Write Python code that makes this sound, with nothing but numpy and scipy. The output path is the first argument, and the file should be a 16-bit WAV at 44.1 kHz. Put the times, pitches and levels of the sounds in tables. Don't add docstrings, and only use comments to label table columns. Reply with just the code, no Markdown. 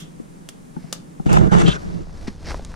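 import sys
import numpy as np
from scipy import signal
from scipy.fft import rfft, irfft
from scipy.io import wavfile
from scipy.ndimage import map_coordinates

SR = 44100
rng = np.random.default_rng(int(sys.argv[2]) if len(sys.argv) > 2 else 0)


def to_wav(sig):
    pcm = np.clip(np.atleast_2d(sig), -1, 1) * 32767
    pcm = np.round(pcm).astype(np.int16)
    wavfile.write(sys.argv[1], SR, pcm.T)


N = 121275
TIME = np.arange(N) / SR



def amp(db):
    return 10 ** (np.asarray(db) / 20)


def evened(x):
    return x / np.sqrt(np.mean(x ** 2) + 1e-20)


def unit(x):
    return x / np.sqrt(np.sum(x ** 2) + 1e-20)


def read(points, hz):
    f, value = np.transpose(points)
    return np.interp(np.log(hz + 1e-6), np.log(f), value)


def curve(rows, order=1):
    rows = np.array(rows)
    return np.interp(TIME, rows[:, 0], rows[:, order])


def add(mix, s, sound):
    part = mix[:, max(round(s * SR), 0):][:, :sound.shape[1]]
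    part += sound[:, :part.shape[1]]


def ears(mid, side, pan_db=0):
    left, right = amp(pan_db / 2), amp(-pan_db / 2)
    both = np.array([(mid + side) * left, (mid - side) * right])
    return both / np.sqrt((left ** 2 + right ** 2) / 2)


def colour(x, points, size=4096):
    log_gain = np.log(amp(read(points, abs(np.fft.fftfreq(size, 1 / SR)))))
    taps = np.fft.ifft(np.exp(np.conj(signal.hilbert(log_gain)))).real[:size // 2]
    return signal.fftconvolve(x, taps)[:len(x)]


def band(x, hz, kind):
    return signal.sosfilt(signal.butter(4, hz, kind, fs=SR, output="sos"), x)


def noise(points):
    spectrum = rfft(rng.standard_normal(N))
    return evened(irfft(spectrum * amp(read(points, np.fft.rfftfreq(N, 1 / SR))), N))


def resonate(x, hz, pole_width_hz):
    r = np.exp(-np.pi * pole_width_hz / SR)
    pole = [1, -r * np.exp(2j * np.pi * hz / SR)]
    once = signal.lfilter([1 - r], pole, x)
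    return evened(signal.lfilter([1 - r], pole, once).real)


def slips(per_s, spread_db, hiss=1.0):
    size = amp(spread_db * np.minimum(rng.exponential(1, N), 4)) * rng.choice([-1, 1], N)
    return evened(size * (rng.random(N) < per_s / SR)) + hiss * rng.standard_normal(N)


def gate(start, end, edge_s):
    return np.clip(np.minimum(TIME - start, end - TIME) / edge_s + .5, 0, 1)


def waver(x, pitch=1):
    wobble = np.interp(TIME / .02, np.arange(N), rng.standard_normal(N))
    position = np.cumsum(pitch * (1 + .035 * wobble))
    return map_coordinates(x, [position], order=5, mode="mirror")


# pitch_hz, level_db per Hz
FIRE_MID = [(25, -15), (90, -23.5), (170, 3.5), (300, -5.5), (700, -21), (4300, -34), (7000, -31.5),
            (10000, -32.5), (15000, -50.5)]
FIRE_SIDE = [(25, -20), (100, -3.5), (300, -9.5), (1200, -23.5), (4000, -42.5), (8000, -34.5), (15000, -53)]
# time_s, level_db
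HISS = [(1.25, 7.5), (2.05, -8), (2.6, -7)]
# time_s, level_db
FLUE = [(0.03, -39), (0.3, -53.5), (0.9, -44.5)]
FIRE_DB = -53
FLUE_HZ, FLUE_POLE_WIDTH_HZ = 166.6, 41.4
CRACKLE_PER_S, CRACKLE_GAIN_DB = 18, -41.5


def fire():
    bed = amp(FIRE_DB) * ears(noise(FIRE_MID), noise(FIRE_SIDE))
    hum = amp(curve(FLUE)) * resonate(rng.standard_normal(N), FLUE_HZ, FLUE_POLE_WIDTH_HZ)
    sparks = rng.standard_normal(N) * (rng.random(N) < CRACKLE_PER_S / SR)
    crackle = amp(CRACKLE_GAIN_DB) * colour(sparks, POP_COLOUR)
    return bed * amp(curve(HISS)) + ears(hum, 0.081 * hum) + crackle


# pitch_hz, t60_s
SHED = [(150, 0.22), (1000, 0.38), (8000, 0.17), (15000, 0.14)]


def shed(x):
    hz, t, z = signal.stft(rng.standard_normal((2, SR // 2)), SR, nperseg=256)
    decay = amp(-60 * t / read(SHED, hz)[:, None])
    tail = signal.istft(z * decay, SR, nperseg=256)[1]
    return signal.fftconvolve(x, tail / np.linalg.norm(tail[0]), axes=1)[:, :N]


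# start_s, level_db, ring_hz, ring_db, pan_db, room_db over the direct sound
POPS = [(0.001, -14.5, 3360, -0.5, -1, 12), (0.489, -10, 3370, -3, -1.5, -12),
        (0.9269, 1.5, 2130, -40, 0.5, -9.5), (1.3298, -4, 7060, -10, -3, -2)]
# pitch_hz, gain_db
POP_COLOUR = [(60, -23), (170, -1), (2200, -4.5), (4500, 0), (7000, 2.5), (9000, -2), (11500, -9),
              (14500, -14), (16500, -27)]
# delay_s, gain
FIREBOX = [(0, 1), (.0014, 0.79), (.0057, 0.16)]
POP_DECAY_S, RING_DECAY_S = 0.0055, .0012
SPLINTER_DB = 2


def pops():
    direct, sent, t = np.zeros((2, N)), np.zeros((2, N)), np.arange(SR // 16) / SR
    for s, db, ring_hz, ring_db, pan_db, room_db in POPS:
        hiss = rng.standard_normal((2, len(t))) * np.exp(-t / POP_DECAY_S)
        mid, side = (amp(SPLINTER_DB) * unit(z) for z in hiss)
        for delay, gain in FIREBOX:
            mid[round(delay * SR)] += gain
        ring = amp(ring_db) * unit(np.sin(2 * np.pi * ring_hz * t) * np.exp(-t / RING_DECAY_S))
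        shared = unit(colour(mid, POP_COLOUR)) + ring
        pop = amp(db) * ears(shared, .5 * unit(colour(side, POP_COLOUR)), pan_db)
        pop /= np.hypot(1, amp(room_db))
        add(direct, s, pop)
        add(sent, s, pop * amp(room_db))
    return direct + shed(sent)


# time_s, rumble_db, rustle_db
CARRY = [(1.15, -56.5, -63.5), (1.5, -29.5, -45), (1.8, -36.5, -43), (1.98, -37, -46.5), (2.07, -37, -49.5),
         (2.25, -31.5, -42.5), (2.38, -39, -49.5), (2.51, -27, -36.5), (2.62, -36.5, -44.5)]
# pitch_hz, level_db
RUMBLE = [(12, -1.5), (28, 4.5), (70, -2.5), (200, -20.5), (1000, -93)]


def buffeting():
    return ears(noise(RUMBLE), 0.47 * noise(RUMBLE)) * amp(curve(CARRY))


# pitch_hz, gain_db
RUSTLE = [(80, -4), (230, 3.5), (1300, -12.5), (3000, -21), (4400, -17.5), (5800, -18), (7500, -24.5),
          (12000, -30)]
# pitch_hz, gain_db
RUSTLE_SIDE = [(200, 4), (600, 5.5), (1400, 7), (2400, 3.5), (4000, -11), (8000, -5)]
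# time_s, gain_db
RUSTLE_WIDTH = [(1.9, 2), (2.45, -18)]


def rustling():
    mid, side = (evened(waver(colour(slips(700, 0.71), RUSTLE))) for _ in range(2))
    side = colour(side, RUSTLE_SIDE) * amp(curve(RUSTLE_WIDTH))
    return ears(mid, side) * amp(curve(CARRY, order=2))


# start_s, level_db, treble_db, shared_db, pan_db, pitch_ratio
BUMPS = [(0.198, -0.5, -11, -9, 0, 1.4), (0.7652, 4, -0.5, -2.5, -5, 1.09),
         (0.841, -4.5, -5, -1.5, -0.5, 0.87), (1.198, 6.5, -1, -8.5, 0.5, 1.02),
         (1.261, 13.5, -2, -7, -1, 0.86), (1.374, 14, -3, -1, -13.5, 1), (1.522, 13.5, 4, -4, -9.5, 1.06),
         (2.277, -0.5, -23, 4.5, -4, 1.155)]
# pitch_hz, level_db, t60_s
BUMP_MODES = [(165, 7.5, 0.079), (221.7, 7.5, 0.05), (332, 0.5, 0.041), (447, -3, 0.015), (660, -7, 0.018),
              (782, -1, 0.039), (1350, -14, 0.028)]
BUMP_CORNER_HZ = 500
DETUNE = 0.048


def knock(treble_db, pitch):
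    t = np.arange(SR // 8) / SR
    out = np.zeros(len(t))
    for k, (hz, mode_db, t60) in enumerate(BUMP_MODES):
        detuned_hz = hz * pitch * (1 + DETUNE * rng.standard_normal())
        level = amp(mode_db + treble_db * (hz > BUMP_CORNER_HZ) - 60 * t / t60)
        out += level * np.sin(2 * np.pi * detuned_hz * t) * (-1) ** k
    return unit(out)


def bumps():
    out = np.zeros((2, N))
    for s, db, treble_db, shared_db, pan_db, pitch in BUMPS:
        side, mid = knock(treble_db, pitch), knock(treble_db, pitch)
        add(out, s, amp(db) * ears(amp(shared_db) * mid, side, pan_db))
    return out


# start_s, length_s, level_db
BRUSHES = [(0.768, 0.2, -56), (2.273, 0.016, -34), (2.458, 0.065, -35.5)]
# pitch_hz, gain_db
BRUSH_COLOUR = [(80, -34), (250, 7.5), (1400, -4), (2100, 1), (3400, -10.5), (5300, -1), (7000, -16),
                (14000, -30.5)]
BRUSH_EDGE_SHARE = 0.47


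def sleeve():
    cloth = evened(colour(slips(887, 1.7), BRUSH_COLOUR))
    level = sum(amp(db) * gate(s, s + length, BRUSH_EDGE_SHARE * length) for s, length, db in BRUSHES)
    return ears(cloth, 0) * level


CASE_RING_S, CASE_RING_DB = 0.0097, -3.5


def case_ring(x):
    t = np.arange(SR // 16) / SR
    tail = unit(rng.standard_normal(len(t)) * np.exp(-t / CASE_RING_S))
    return x + amp(CASE_RING_DB) * signal.fftconvolve(x, tail)[:N]


def ring_out(level, ring_s):
    fall = TIME / ring_s
    return np.exp(np.maximum.accumulate(np.log(level + 1e-9) + fall) - fall)


# start_s, end_s, bass_db, middle_db, treble_db, opposed_db, bass_pan_db
DRAGS = [(1.261, 1.269, -23.5, -42.5, -43, 3, 3), (1.268, 1.304, -29, -53, -48.5, 5.5, -1),
         (1.292, 1.394, -25, -35.5, -40.5, 6, -5.5), (1.394, 1.481, -22.5, -40, -49, 3, -10),
         (1.514, 1.582, -23, -32, -38.5, 3.5, -13), (1.582, 1.625, -23, -31, -33, 2.5, 1.5),
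         (1.622, 1.693, -21.5, -41, -40.5, -1, 6), (1.676, 1.698, -18, -32, -33, -0.5, 5),
         (1.692, 1.766, -36, -43, -40, -2.5, 10), (1.848, 2.03, -36, -60, -63, 0, -5)]
# pitch_hz, gain_db
RUB_MID = [(24, -64), (50, -6), (115, -7.5), (176, 1), (373, -15.5), (849, -16), (1300, -19.5),
           (2440, -29.5), (3320, -25), (4200, -35.5), (7210, -33), (11000, -49), (14300, -70)]
# pitch_hz, gain_db
RUB_SIDE = [(60, 4), (200, 0), (700, 9), (1350, 8), (2300, -1.5), (4300, -10), (7500, -1)]
# time_s, pitch_ratio
SLOWING = [(1.6, 1), (1.68, 0.95)]
SLIPS_PER_S, SLIP_SPREAD_DB = 1800, 2
JUDDER_DB, JUDDER_S = 1.5, 0.0086
BASS_TOP_HZ, TREBLE_HZ = 386, 2250
DRAG_EDGE_S, BASS_RING_S, RASP_RING_S = 0.0094, 0.014, .003


def rub():
    steps = np.arange(0, N / SR, JUDDER_S)
    judder = amp(JUDDER_DB * np.interp(TIME, steps, rng.standard_normal(len(steps))))
    mid, side = (colour(case_ring(slips(SLIPS_PER_S, SLIP_SPREAD_DB)) * judder, RUB_MID) for _ in range(2))
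    side = colour(side, RUB_SIDE)
    opposed = amp(curve([((row[0] + row[1]) / 2, row[-2]) for row in DRAGS]))
    pan_db = curve([((row[0] + row[1]) / 2, row[-1]) for row in DRAGS])
    mid, side = waver(mid, curve(SLOWING)), waver(side, curve(SLOWING)) * opposed
    bands = [(BASS_TOP_HZ, "low", BASS_RING_S, pan_db),
             ([BASS_TOP_HZ, TREBLE_HZ], "band", BASS_RING_S, 0),
             (TREBLE_HZ, "high", RASP_RING_S, 0)]
    out = np.zeros((2, N))
    for k, (hz, kind, ring_s, lean_db) in enumerate(bands):
        drags = [amp(row[2 + k]) * gate(row[0], row[1], DRAG_EDGE_S) for row in DRAGS]
        level = ring_out(np.max(drags, axis=0), ring_s)
        shared = band(mid, hz, kind)
        out += ears(shared, band(side, hz, kind), lean_db) / shared.std() * level
    return out


# start_s, end_s, pitch_hz, half_pole_width_hz, level_db, opposed_share (0-1)
SQUEAKS = [(1.29, 1.383, 2680, 130, -37, 0.54), (1.49, 1.78, 1490, 152, -33.5, 0.78),
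           (1.288, 1.362, 845, 39, -34, 0.39), (1.66, 1.732, 3290, 510, -28.5, 0.42),
           (2.27, 2.31, 1800, 120, -48, 0.78)]


def squeaks():
    out = np.zeros((2, N))
    for start, end, hz, half_width_hz, db, opposed in SQUEAKS:
        friction = slips(SLIPS_PER_S, SLIP_SPREAD_DB)
        ring = amp(db) * gate(start, end, 0.0034) * resonate(friction, hz, 2 * half_width_hz)
        shared = np.roll(ring, round(SR / hz / 4))
        out += ears((1 - opposed) * shared, opposed * ring) / np.hypot(opposed, 1 - opposed)
    return out


# start_s, level_db, pitch_hz
TICKS = [(1.3692, -10, 2730), (2.070, -20, 780), (2.095, -26, 1450), (2.2799, -16, 1910), (2.509, -8, 1360),
         (2.5173, -7, 1340), (2.5444, -3, 1000), (2.595, -9.5, 604), (2.649, -14.5, 6340),
         (2.718, -22, 1350), (2.741, -16, 1480)]
# multiple of its pitch, gain_db
TICK_SHAPE = [(.1, -3.5), (1, 9.5), (1.6, -1), (3, -19), (6, -17), (12, -39)]
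TICK_DECAY_S, TICK_ROOM_DB = 0.0021, -36.0


def ticks():
    out, t = np.zeros((2, N)), np.arange(SR // 20) / SR
    for s, db, hz in TICKS:
        snap = unit(rng.standard_normal(len(t)) * np.exp(-t / TICK_DECAY_S)) + 0.85 * (t == 0)
        tick = amp(db) * unit(colour(snap, [(k * hz, shape_db) for k, shape_db in TICK_SHAPE]))
        add(out, s, ears(tick, 0))
    return out + amp(TICK_ROOM_DB) * shed(out)


# start_s, level_db, pitch_hz
CLACKS = [(1.3706, 9.5, 1220), (1.3735, 15, 885), (1.5516, 9, 900), (1.616, -1, 1100)]
CLACK_DECAY_S = 0.00036


def clacks():
    out, t = np.zeros((2, N)), np.arange(SR // 50) / SR
    for s, db, hz in CLACKS:
        clack = amp(db) * unit(np.sin(2 * np.pi * hz * t) * t * np.exp(-t / CLACK_DECAY_S))
        add(out, s, ears(0.16 * clack, clack))
    return out


HANDLING_TOP_HZ = 10800


def scene():
    air_and_cloth = buffeting() + rustling() + sleeve()
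    handling = air_and_cloth + bumps() + rub() + squeaks() + ticks() + clacks()
    return fire() + pops() + band(handling, HANDLING_TOP_HZ, "low")


EDGE_HZ = 16300


def record(dry):
    limit = signal.firwin(511, EDGE_HZ, window=("kaiser", 9), fs=SR)
    return signal.oaconvolve(np.clip(dry, -1, 1), limit[None], "same")


dry = scene()
out = record(dry)
to_wav(out)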